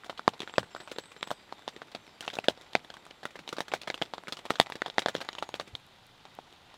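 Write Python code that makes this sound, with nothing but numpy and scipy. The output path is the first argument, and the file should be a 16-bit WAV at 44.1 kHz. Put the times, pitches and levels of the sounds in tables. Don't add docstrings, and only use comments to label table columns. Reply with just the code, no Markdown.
import sys
import numpy as np
from scipy import signal
from scipy.fft import rfft, irfft
from scipy.io import wavfile

SR = 44100
rng = np.random.default_rng(int(sys.argv[2]) if len(sys.argv) > 2 else 0)


def persist_wave(psi):
    counts = np.round(np.clip(psi, -1, 1) * 32767).astype(np.int16)
    wavfile.write(sys.argv[1], SR, np.atleast_2d(counts).T)


N = 298557
STEP_OUT_S = 5.77


def from_db(db):
    return 10 ** (np.asarray(db) / 20)


def rms_one(x):
    return x / np.sqrt(np.mean(x ** 2) + 1e-20)


def peak_one(rows):
    return rows / np.abs(rows).max(axis=1, keepdims=True)


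def dying(t, t60):
    return from_db(-60 * t / t60)


def coloured(x, spectrum):
    size = x.shape[-1]
    hz, level_db = np.transpose(spectrum)
    bins = np.maximum(np.arange(size // 2 + 1) * SR / size, 1)
    gain = from_db(np.interp(np.log(bins), np.log(hz), level_db))
    return rms_one(irfft(rfft(x) * gain, size))


def band(x, low_hz, high_hz):
    return signal.sosfilt(signal.butter(2, [low_hz, high_hz], "band", fs=SR, output="sos"), x)


def low_pass(x, hz):
    return signal.sosfilt(signal.butter(2, hz, fs=SR, output="sos"), x)


def slow(shape, rate_hz):
    return rms_one(low_pass(rng.standard_normal(shape), rate_hz))


def convolved_rows(a, b):
    return irfft(rfft(a) * rfft(b), a.shape[-1])


# f/Hz, level/dB [dB per Hz]
HISS_INSIDE = [(15, -46), (25, 0.5), (273, 3.5), (433, 4), (809, 0), (927, 0.5), (1320, -0.5), (1550, -3),
               (2750, -3.5), (3700, -1), (5130, -13), (14400, -26), (16500, -40)]
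HISS_OUTSIDE = [(12, -29), (20, 2), (49, -5), (117, 5), (224, 0), (492, -3), (634, -3.5), (888, -1),
                (2310, -8.5), (3620, -2.5), (5520, -16), (15200, -30.5), (16500, -46)]
HISS_DB = -58


def hiss():
    inside = coloured(rng.standard_normal(N), HISS_INSIDE)
    outside = coloured(rng.standard_normal(N), HISS_OUTSIDE)
    return from_db(HISS_DB) * np.where(np.arange(N) / SR < STEP_OUT_S, inside, outside)


# t/s, level/dB [rms]
RAIN = [(0.0, -64), (0.41, -58.5), (1.71, -64), (2.3, -62), (2.6, -58.5), (3.18, -64), (3.75, -59.5),
        (4.26, -63), (4.7, -58), (5.19, -55), (5.88, -65), (6.77, -61)]
PATTER_PER_S, PATTER_SPREAD_DB = 300, 2.5


def patter():
    extra_db = PATTER_SPREAD_DB * np.minimum(rng.exponential(1, N), 3)
    sizes = from_db(extra_db) * (rng.random(N) < PATTER_PER_S / SR)
    pitches = np.geomspace(600, 9000, 10)
    dealt = rng.integers(0, 10, (2, N))
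    ringing = np.zeros(N)
    for k, hz in enumerate(pitches):
        radius = from_db(-60 * hz / (6.0 * SR))
        angle = 2 * np.pi * hz / SR
        strike = from_db(-5.0 * abs(np.log2(hz / 3000))) * sizes * (dealt == k).any(axis=0)
        resonator = [0, np.sin(angle)], [1, -2 * radius * np.cos(angle), radius ** 2]
        ringing += signal.lfilter(*resonator, strike + 1e-18)
    t = np.arange(SR // 40) / SR
    smear = (t == 0) + 0.39 * rng.standard_normal(len(t)) * dying(t, 0.027)
    soft = low_pass(signal.fftconvolve(ringing, smear)[:N], 5500)
    s, level_db = np.transpose(RAIN)
    return from_db(np.interp(np.arange(N) / SR, s, level_db)) * rms_one(soft)


def far_twitter():
    twitter = rms_one(band(rng.standard_normal(N), 7400, 7630))
    level_db = -80.5 + 3.3 * slow(N, 6.1)
    return twitter * from_db(level_db) * (np.arange(N) / SR < STEP_OUT_S)


THUD_CYCLES = 6.16
OVERTONE_T60_S, TICK_T60_S = 0.004, 0.0027
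TICK_HZ, TICK_SPREAD = 3515, 0.084
BREAK_UP_DB, BREAK_UP_T60_S = -8, 0.0085
CONTACT_HZ = 5950


def cloth_modes(t, spot, thud_hz, over_hz, over_db, tick_db):
    push = (t == 0) + from_db(BREAK_UP_DB) * rng.standard_normal((len(spot), len(t))) * dying(t, BREAK_UP_T60_S)
    thud = np.sin(2 * np.pi * thud_hz * t) * dying(t, THUD_CYCLES / thud_hz)
    overtone = np.sin(2 * np.pi * over_hz * t) * dying(t, OVERTONE_T60_S)
    tick_hz = TICK_HZ * (1 + TICK_SPREAD * np.tanh(spot))
    tick = np.sin(2 * np.pi * tick_hz * t) * dying(t, TICK_T60_S)
    overtone, tick = convolved_rows(overtone, push), convolved_rows(tick, push)
    thud, overtone, tick = [peak_one(low_pass(mode, CONTACT_HZ)) for mode in (thud, overtone, tick)]
    return thud + from_db(over_db) * overtone + from_db(tick_db) * tick


def crack(t, noise):
    return peak_one(band(noise * dying(t, 0.0019), 2900, 9100))


# t/s, extra sway level/dB
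SLACK_HITS = [(.3348, 10), (.5818, 15.5), (1.9484, 11), (2.4411, 8), (2.4843, 4), (2.7523, 6.5),
              (3.3563, 15), (3.3904, 18), (3.7375, 7), (4.7214, 12), (4.9, 9), (5.1511, 12.5),
              (5.3842, 12.5), (5.5412, 12), (5.5981, 15), (5.675, 10)]
MIDDLING_DB, MIDDLING_HZ = -35, 800
SWAY_DB, SWAY_DB_PER_OCTAVE, SWAY_SHRINKS = -29.5, -2, 0.32
SWAY_START_HZ, SWAY_END_HZ, SWAY_GLIDE_S, SPOT_SHIFT = 272, 82, 0.0173, 0.22
SWAY_T60_S = 0.25


def panel_sway(t, spot, s, thud_db, thud_hz):
    level_db = SWAY_DB + SWAY_DB_PER_OCTAVE * np.log2(thud_hz / MIDDLING_HZ)
    level_db = level_db - SWAY_SHRINKS * (thud_db - MIDDLING_DB)
    level_db = level_db + sum(extra_db * (abs(s - at) < .005) for at, extra_db in SLACK_HITS)
    hz = SWAY_END_HZ + (SWAY_START_HZ - SWAY_END_HZ) * np.exp(-t / SWAY_GLIDE_S)
    tone = np.sin(2 * np.pi * np.cumsum(hz) / SR * (1 + SPOT_SHIFT * spot))
    rumble = peak_one(band(rng.standard_normal(tone.shape), 50, 196))
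    sway = (tone + 1.9 * rumble) * (1 - dying(t, 0.035)) * dying(t, SWAY_T60_S)
    return from_db(level_db) * peak_one(sway)


def droplets(t, rows):
    return from_db(3.33 * slow((rows, len(t)), 267)) * (1 - dying(t, 0.0029))


# f/Hz, level/dB [dB per Hz]
SPLASH = [(150, -20), (500, 3.5), (1500, -3.5), (2600, -2.5), (3700, 0.5), (5200, -8.5), (7000, -42)]
SPLASH_S, SPLASH_SHAPE = 0.011, 1.19
OWN_COLOUR = 0.63


def splash(t, cloth, noise):
    rung = convolved_rows(cloth, rng.standard_normal(cloth.shape))
    rung = rung / rung.std(axis=1, keepdims=True)
    mixed = np.sqrt(OWN_COLOUR) * rung + np.sqrt(1 - OWN_COLOUR) * coloured(noise, SPLASH)
    return mixed * droplets(t, len(cloth)) * np.exp(-(t / SPLASH_S) ** SPLASH_SHAPE)


# f/Hz, level/dB [dB per Hz]
SPRAY = [(3500, -26), (5500, 1.5), (8000, -4), (11000, -13), (15500, -17)]
SPRAY_BELOW_SPLASH_DB, SPRAY_FOLLOWS_CRACK, SPRAY_T60_S = -11.5, 0.24, 0.084


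def spray(t, crack_db, splash_db):
    level_db = splash_db + SPRAY_BELOW_SPLASH_DB + SPRAY_FOLLOWS_CRACK * crack_db
    noise = coloured(rng.standard_normal((len(crack_db), len(t))), SPRAY)
    return from_db(level_db) * noise * droplets(t, len(crack_db)) * dying(t, SPRAY_T60_S)


def taps(table):
    s, thud_db, thud_hz, over_hz, over_db, tick_db, crack_db, splash_db = np.transpose(table)[:, :, None]
    t = np.arange(3600) / SR
    spot = rng.standard_normal((len(s), 1))
    noise = rng.standard_normal((len(s), len(t)))
    cloth = cloth_modes(t, spot, thud_hz, over_hz, over_db, tick_db)
    sounds = cloth + from_db(crack_db) * crack(t, noise)
    sounds = sounds + panel_sway(t, spot, s, thud_db, thud_hz)
    sounds = sounds + from_db(splash_db) * splash(t, cloth, noise) + spray(t, crack_db, splash_db)
    sounds = from_db(thud_db) * sounds
    out = np.zeros(N + len(t))
    for start, sound in zip((s[:, 0] * SR).astype(int), sounds):
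        out[start:start + len(t)] += sound
    return out[:N]


# mean level/dB, spread of level/dB; the patter's swing is added to the thud
SMALL_DB = [(-50.5, 4.34), (3.5, 3.7), (0.5, 8.8), (-13, 11), (-10, 5.5)]
SMALL_DROPS = 70
SMALL_THUD_HZ, SMALL_OVERTONE_HZ = (360, 1300), (1400, 2900)
SMALL_FOLLOW = 0.34


def small_drops():
    when, low, high = rng.random((SMALL_DROPS, 3)).T
    mean, spread = np.transpose(SMALL_DB)
    luck = np.clip(rng.standard_normal((SMALL_DROPS, 5)), -2, 2)
    thud_db, *parts_db = (mean + spread * luck).T
    s = when * STEP_OUT_S
    rain_s, patter_db = np.transpose(RAIN)
    thud_db = thud_db + SMALL_FOLLOW * (np.interp(s, rain_s, patter_db) - patter_db.mean())
    thud_hz = SMALL_THUD_HZ[0] * (SMALL_THUD_HZ[1] / SMALL_THUD_HZ[0]) ** low
    over_hz = SMALL_OVERTONE_HZ[0] * (SMALL_OVERTONE_HZ[1] / SMALL_OVERTONE_HZ[0]) ** high
    return taps(np.transpose([s, thud_db, thud_hz, over_hz, *parts_db]))


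# t/s, thud peak level/dB, thud f/Hz,
# overtone f/Hz, then level/dB against the thud of overtone, tick, crack, splash
DROPS = [(0.0357, -46.5, 1300, 1620, 13.5, -10, -15, -11), (0.045, -47, 940, 2000, 8, 8.5, 2, -1),
         (0.0592, -51.5, 654, 1490, -3, 4, -6, 3), (0.0965, -25, 1340, 1420, 0.5, -25, -29, -10),
         (0.128, -38.5, 930, 1400, -8, -18, -22, -27), (0.1757, -47, 930, 2900, -11, 17, -31, 7),
         (0.1942, -32.5, 1290, 1440, 8.5, 1, -14, -21), (0.2787, -6.5, 770, 1160, 3, -6.5, -21, -31),
         (0.3356, -35.5, 730, 1420, -14, -22, -28, -6.5), (0.394, -50, 700, 2830, 2, 10, 0, -10),
         (0.404, -33.5, 403, 1700, -15, 13.5, -6, -9), (0.4186, -34, 610, 2660, 1, 6, -10, -7.5),
         (0.4316, -31, 394, 1940, -1, -6, -15, -13.5), (0.4757, -43, 1300, 1650, 17, 7, -24, -1),
         (0.4962, -35.5, 970, 1750, -1, 4, -23, -13), (.539, -30, 1060, 1520, -1, -6, -13, -21),
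         (0.5568, -46, 1140, 2820, 7, -6, -9, 0), (0.5819, -9, 623, 1440, 3.5, -5.5, -21, -21),
         (0.6304, -35, 555, 1550, 4.5, -13, -16, -12.5), (0.7494, -28, 815, 1340, -2, -4, -17, -27),
         (0.7633, -41, 1290, 1520, 11.5, -17, -12, -4.5), (0.8021, -38.5, 736, 1540, 4, -5, -20, 0),
         (0.8756, -32, 1300, 2570, -4, -18, -19, -10.5), (0.9148, -33.5, 540, 1800, 2.5, -2, -9, -1),
         (0.9618, -38, 497, 1640, 3, -1, -22, -13), (0.985, -25.5, 536, 1520, -0.5, 2.5, -11, -10.5),
         (1.117, -47.5, 1135, 2380, 4, -8, -7, -1), (1.1644, -44.5, 476, 1450, 8, 0, -9, -4.5),
         (1.2286, -24, 1210, 2300, -7, 5.5, -18, -16), (1.2741, -37, 840, 1400, 3, 5, 2, -9.5),
         (1.3057, -23, 1220, 1300, -0.5, -4, -14, -13.5), (1.3138, -22, 670, 1330, 0.5, -4, -7, -15),
         (1.5249, -23.5, 890, 1720, -14, -10, -21, -23.5), (1.6786, -25, 830, 1290, 1, 2, -28, -20),
         (1.6855, -39, 1070, 2830, -15, 9.5, -6, -3), (1.7637, -35.5, 368, 2030, -2, 0.5, -17, -11.5),
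         (1.8184, -28.5, 1250, 1440, -1, -20, -21, -18.5), (1.9158, -47.5, 1300, 1430, -2, 0, -12, 1),
         (1.9488, -29, 640, 2650, -8, -2, -19, -8.5), (2.0925, -41.5, 1080, 1410, -5, -4, -25, -20),
         (2.2077, -47, 380, 3200, 10.5, 19, 18.5, 6.5), (2.2253, -39.5, 1290, 1410, -12, -12, -9, -3),
         (2.2473, -41.5, 1290, 1410, -8, 1, -3, -3.5), (2.2648, -45, 450, 1460, -7, 4, 8, -13),
         (2.2787, -21.5, 1090, 2730, 2.5, -25, -27, -17), (2.3012, -41.5, 553, 2000, 6, 13.5, -17, 1),
         (2.332, -36.5, 794, 1440, 1, -17, -8, -4), (2.3391, -38.5, 880, 1410, -11, 8, -7, -5),
         (2.354, -39.5, 1120, 2120, -7, 9, 9, -5), (2.3689, -31.5, 606, 1460, 4, -10, -12, -15),
         (2.3874, -15, 750, 2400, -4, -30, -14, -27), (2.4413, -39.5, 580, 1740, 7, 7, -5, 0),
         (2.4843, -4, 590, 1410, -7, -2.5, -18, -25.5), (2.575, -39.5, 574, 1860, -5, -2, -23, -11),
         (2.733, -42, 1070, 2900, 2, 5, -2, -11), (2.7522, -9, 770, 2480, -1.5, -9.5, -42, -24),
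         (2.847, -50, 750, 1780, 7, 11, 3, -9), (2.9024, -32.5, 745, 1640, -3, 1.5, -17, -17),
         (2.94, -45, 1280, 1450, 3, 5.5, -1, -2.5), (2.9685, -33.5, 1270, 1390, -4, -17, -9, -21),
         (3.0534, -48, 1070, 2470, 2, 3, 7, -18), (3.0655, -37, 900, 1370, -1, -8, -3, -14.5),
         (3.1098, -37, 600, 2730, 3.5, -12, -13, -19), (3.2315, -37, 850, 1920, -4, -2, -20, -4),
         (3.2542, -22.5, 1340, 1560, 2, -7, -10, -14), (3.3561, -33, 940, 1540, -0.5, -20, -24, -8),
         (3.3903, -38, 362, 2480, 4, -7, -13, -4), (3.4771, -30, 890, 2860, 1, -3, -13, -14),
         (3.4903, -38.5, 356, 1560, -9, 16.5, 7, -3), (3.5271, -35, 493, 1320, 9, -15, -6.5, -0.5),
         (3.5669, -41, 358, 1390, 4.5, 6, -18, 0), (3.5838, -22, 595, 1550, -1, -12, -21, -12.5),
         (3.6054, -18.5, 930, 1910, -2, -0.5, -8, -15), (3.682, -42, 1290, 1750, 6, 8.5, -2, -4),
         (3.7175, -36, 650, 2450, 11.5, -7, -19, -9), (3.7216, -25.5, 1070, 1600, -21, -8, -22, -14),
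         (3.7372, -13, 735, 1570, -4, -35, -14.5, -13.5), (3.815, -51, 360, 2700, 9, 9, -1, 10.5),
         (3.8336, -42, 640, 2000, -6, 10.5, -10, -9), (3.8742, -30, 1300, 1470, -1, -4, -20, -1),
         (3.9014, -17.5, 734, 1850, 1, -3.5, -27, -19), (3.9429, -33, 1290, 1420, 2, 11.5, -5, -7),
         (3.9775, -42.5, 390, 1410, 3, 10, -8, -4), (4.0158, -23, 425, 1290, 5.5, -7, -31, -7.5),
         (4.022, -20.5, 750, 1950, -1.5, 5.5, -12, -18), (4.0595, -50, 580, 2660, 1, 9, 1, -4),
         (4.1369, -21, 910, 1570, -38, -5.5, -44, -16.5), (4.1812, -28, 940, 1840, -5, -3, -41, -20),
         (4.2366, -34, 1030, 1410, -6, -19, -11, -28), (4.2723, -38, 510, 2100, 9, 1, -9, -16),
         (4.282, -32.5, 476, 1400, 6, -1, -7, -3), (4.3237, -25, 1260, 1430, -1, 4.5, -10, -5.5),
         (4.3699, -42.5, 930, 1920, -1, 11, 0, 0.5), (4.3892, -45.5, 740, 1540, -5, 7, -9, 2),
         (4.4537, -29, 1000, 1780, -13, -8, -12, -8), (4.5005, -34, 800, 1900, -2, 1, -6.5, -17),
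         (4.5051, -19, 470, 1340, 8.5, -1.5, -0.5, -12.5), (4.5372, -41, 640, 1700, 0, 6, -18, -1),
         (4.556, -42, 1140, 1630, 10, 14, -22, 1.5), (4.5858, -41.5, 1290, 1430, -9, 5, -5, -6),
         (4.5996, -2, 753, 2110, -4, -1, -7.5, -27.5), (4.6687, -32.5, 804, 1960, 1.5, -4, -19, -30),
         (4.7002, -28.5, 935, 1390, -5.5, -6, -5, -21), (4.7217, -29, 1030, 2160, 4.5, 1.5, -8, -10.5),
         (4.7549, -28.5, 513, 1870, -2, -5, -23, -10), (4.8191, -22.5, 880, 1620, 8, -1.5, -45, -18),
         (4.861, -25, 970, 1940, -8.5, -3.5, -42, -7.5), (4.8817, -29, 567, 1410, -2, -6, -12, -18),
         (4.9, -35, 1100, 2690, -1.5, 7.5, -11, -12), (4.9824, -9, 765, 1980, 0.5, -3, -33, -27),
         (4.9924, -33.5, 970, 1730, -11, 16.5, 9, 0), (5.02, -30.5, 1250, 1940, 0, -2, -14, -8),
         (5.0606, -11.5, 706, 1710, -4, -3, -21, -26), (5.0846, -20, 685, 1530, 0.5, -3, -13, -10),
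         (5.1452, -41.5, 900, 2000, 5, 2.5, -2, -6), (5.1512, -16.5, 544, 2080, -3.5, -4, -21, -20),
         (5.1643, -39, 530, 1410, -3, 13, -15, -4), (5.2048, -34, 1110, 2180, 0, -10, -20, -6.5),
         (5.2136, -28, 760, 2000, -1, -11, -9, -6.5), (5.249, -34, 850, 1410, -6, -16, -7, -16),
         (5.2888, -22.5, 1100, 2090, -4, 4, -14, -22), (5.3303, -42, 880, 2900, -8, 11, 0, -10),
         (5.3514, -28.5, 1220, 2920, -10, -5, -13, -20), (5.3842, -33.5, 900, 2930, 5.5, -3, -14, -4.5),
         (5.4254, -19, 854, 1370, -5.5, -12, -21, -17), (5.4908, -28.5, 885, 1880, -9, -3, -6, -21),
         (5.5413, -26, 596, 1980, -8, 4.5, -18, -14), (5.5522, -39.5, 1110, 2250, -2, 2, -2, -2.5),
         (5.5981, -30, 1300, 1610, 5, 5.5, -17, -5), (5.61, -37.5, 680, 1900, 4, -11, -2, -6.5),
         (5.675, -46.5, 358, 2580, 2, -4, -4, 1.5), (5.752, -44.5, 1300, 2380, -3, 25, 7, -4),
         (6.2532, -39.5, 755, 1410, -4, 1, -11, -15), (6.3884, -25, 800, 1420, -27, -35, -33, -26),
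         (6.5262, -46, 400, 2900, -13, 4, -1, -20), (6.7416, -37, 1000, 2730, -14, -10, -16, -14.5)]


def distinct_drops():
    return taps(DROPS)


HEAVY_DB = -22
REBOUND_S, REBOUND_DB = .011, -26.5
REBOUND_TICK_DB, REBOUND_CRACK_DB, REBOUND_SPLASH_DB = 4, -7, -8


def rebounds():
    rows = []
    for s, thud_db, thud_hz, over_hz, over_db, *_ in DROPS:
        if thud_db > HEAVY_DB:
            a, b, c = rng.standard_normal(3)
            rows.append((s + REBOUND_S * (1 + .1 * a), thud_db + REBOUND_DB + 3.2 * b,
                         thud_hz * (1 + .15 * b), over_hz * (1 + 0.087 * c), over_db,
                         REBOUND_TICK_DB, REBOUND_CRACK_DB, REBOUND_SPLASH_DB))
    return taps(rows)


def glide(notes):
    t, song = np.arange(N) / SR, np.zeros(N)
    for note in notes:
        s, hz, level_db = np.transpose(note)
        ends = np.clip(np.minimum(t - s[0], s[-1] - t) / 0.0084, 0, 1)
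        phase = 2 * np.pi * np.cumsum(np.interp(t, s, hz)) / SR
        song += np.sqrt(2) * ends * from_db(np.interp(t, s, level_db)) * np.sin(phase)
    return song


# start t/s, length t/s, level/dB [before the shape below]
SEEPS = [(.48, .135, -69), (.705, .152, -68), (.93, .148, -67), (1.175, .145, -67)]
# share of note, f/Hz, level/dB [added]
SEEP_SHAPE = [(0, 7300, -1), (.5, 7780, -1), (.86, 8150, 0), (1, 8700, -3)]


def high_bird():
    return glide([[(start + share * length, hz, level_db + shape_db) for share, hz, shape_db in SEEP_SHAPE]
                  for start, length, level_db in SEEPS])


# t/s, f/Hz, level/dB [before the blur]
WHISTLES = [
    [(.68, 5800, -75), (.72, 5200, -72), (.78, 4950, -74), (.88, 4600, -77)],
    [(1.19, 3700, -68), (1.23, 3650, -65)],
    [(1.335, 4860, -70), (1.375, 4810, -67), (1.41, 4790, -74), (1.45, 4800, -77)],
    [(1.345, 3820, -66), (1.385, 3680, -66)],
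    [(1.50, 3700, -68), (1.64, 3500, -70)],
    [(1.97, 6250, -78), (2.03, 6150, -78), (2.08, 5250, -75), (2.13, 4720, -73), (2.2, 4580, -73)],
    [(5.12, 7000, -76), (5.2, 6800, -72), (5.38, 6700, -71), (5.52, 6680, -76)],
]
WHISTLE_BLUR_HZ = 60


def low_bird():
    return glide(WHISTLES) * (.8 + .6 * slow(N, WHISTLE_BLUR_HZ))


FOREST_T60_S, FOREST_DB = 0.38, 3.5


def birds():
    song = high_bird() + low_bird()
    t = np.arange(N) / SR
    tail = rng.standard_normal(SR // 2) * dying(t[:SR // 2], FOREST_T60_S)
    scattered = signal.fftconvolve(song, tail / np.sqrt(np.sum(tail ** 2)))[:N]
    return (song + from_db(FOREST_DB) * scattered) * (t < STEP_OUT_S)


def soft_bump():
    t = np.arange(N) / SR - 5.729
    return from_db(-41.5) * np.sin(2 * np.pi * (60 + 1500 * t) * t) * np.exp(-((t - .012) / 0.0098) ** 2)


# t/s, impulse level/dB [before the band-pass]
LEAF_TICKS = [(5.8007, -44), (5.866, -37), (6.0675, -35), (6.3514, -34), (6.5345, -44)]


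def leaf_ticks():
    clicks = np.zeros(N)
    for s, click_db in LEAF_TICKS:
        clicks[int(s * SR)] = from_db(click_db)
    return band(clicks, 6500, 14000)


MIC_LOW_CUT_HZ = 161


def scene():
    drops = distinct_drops() + rebounds() + small_drops()
    near = signal.sosfilt(signal.butter(2, MIC_LOW_CUT_HZ, "high", fs=SR, output="sos"), drops)
    rain = hiss() + patter()
    return (near + rain + far_twitter() + birds() + soft_bump() + leaf_ticks())[None]


CUTOFF_HZ = 16900


def record(dry):
    rounded = 1.138 * np.tanh(dry / 1.318)
    return signal.sosfilt(signal.cheby2(12, 60, CUTOFF_HZ, fs=SR, output="sos"), rounded)


dry = scene()
out = record(dry)
persist_wave(out)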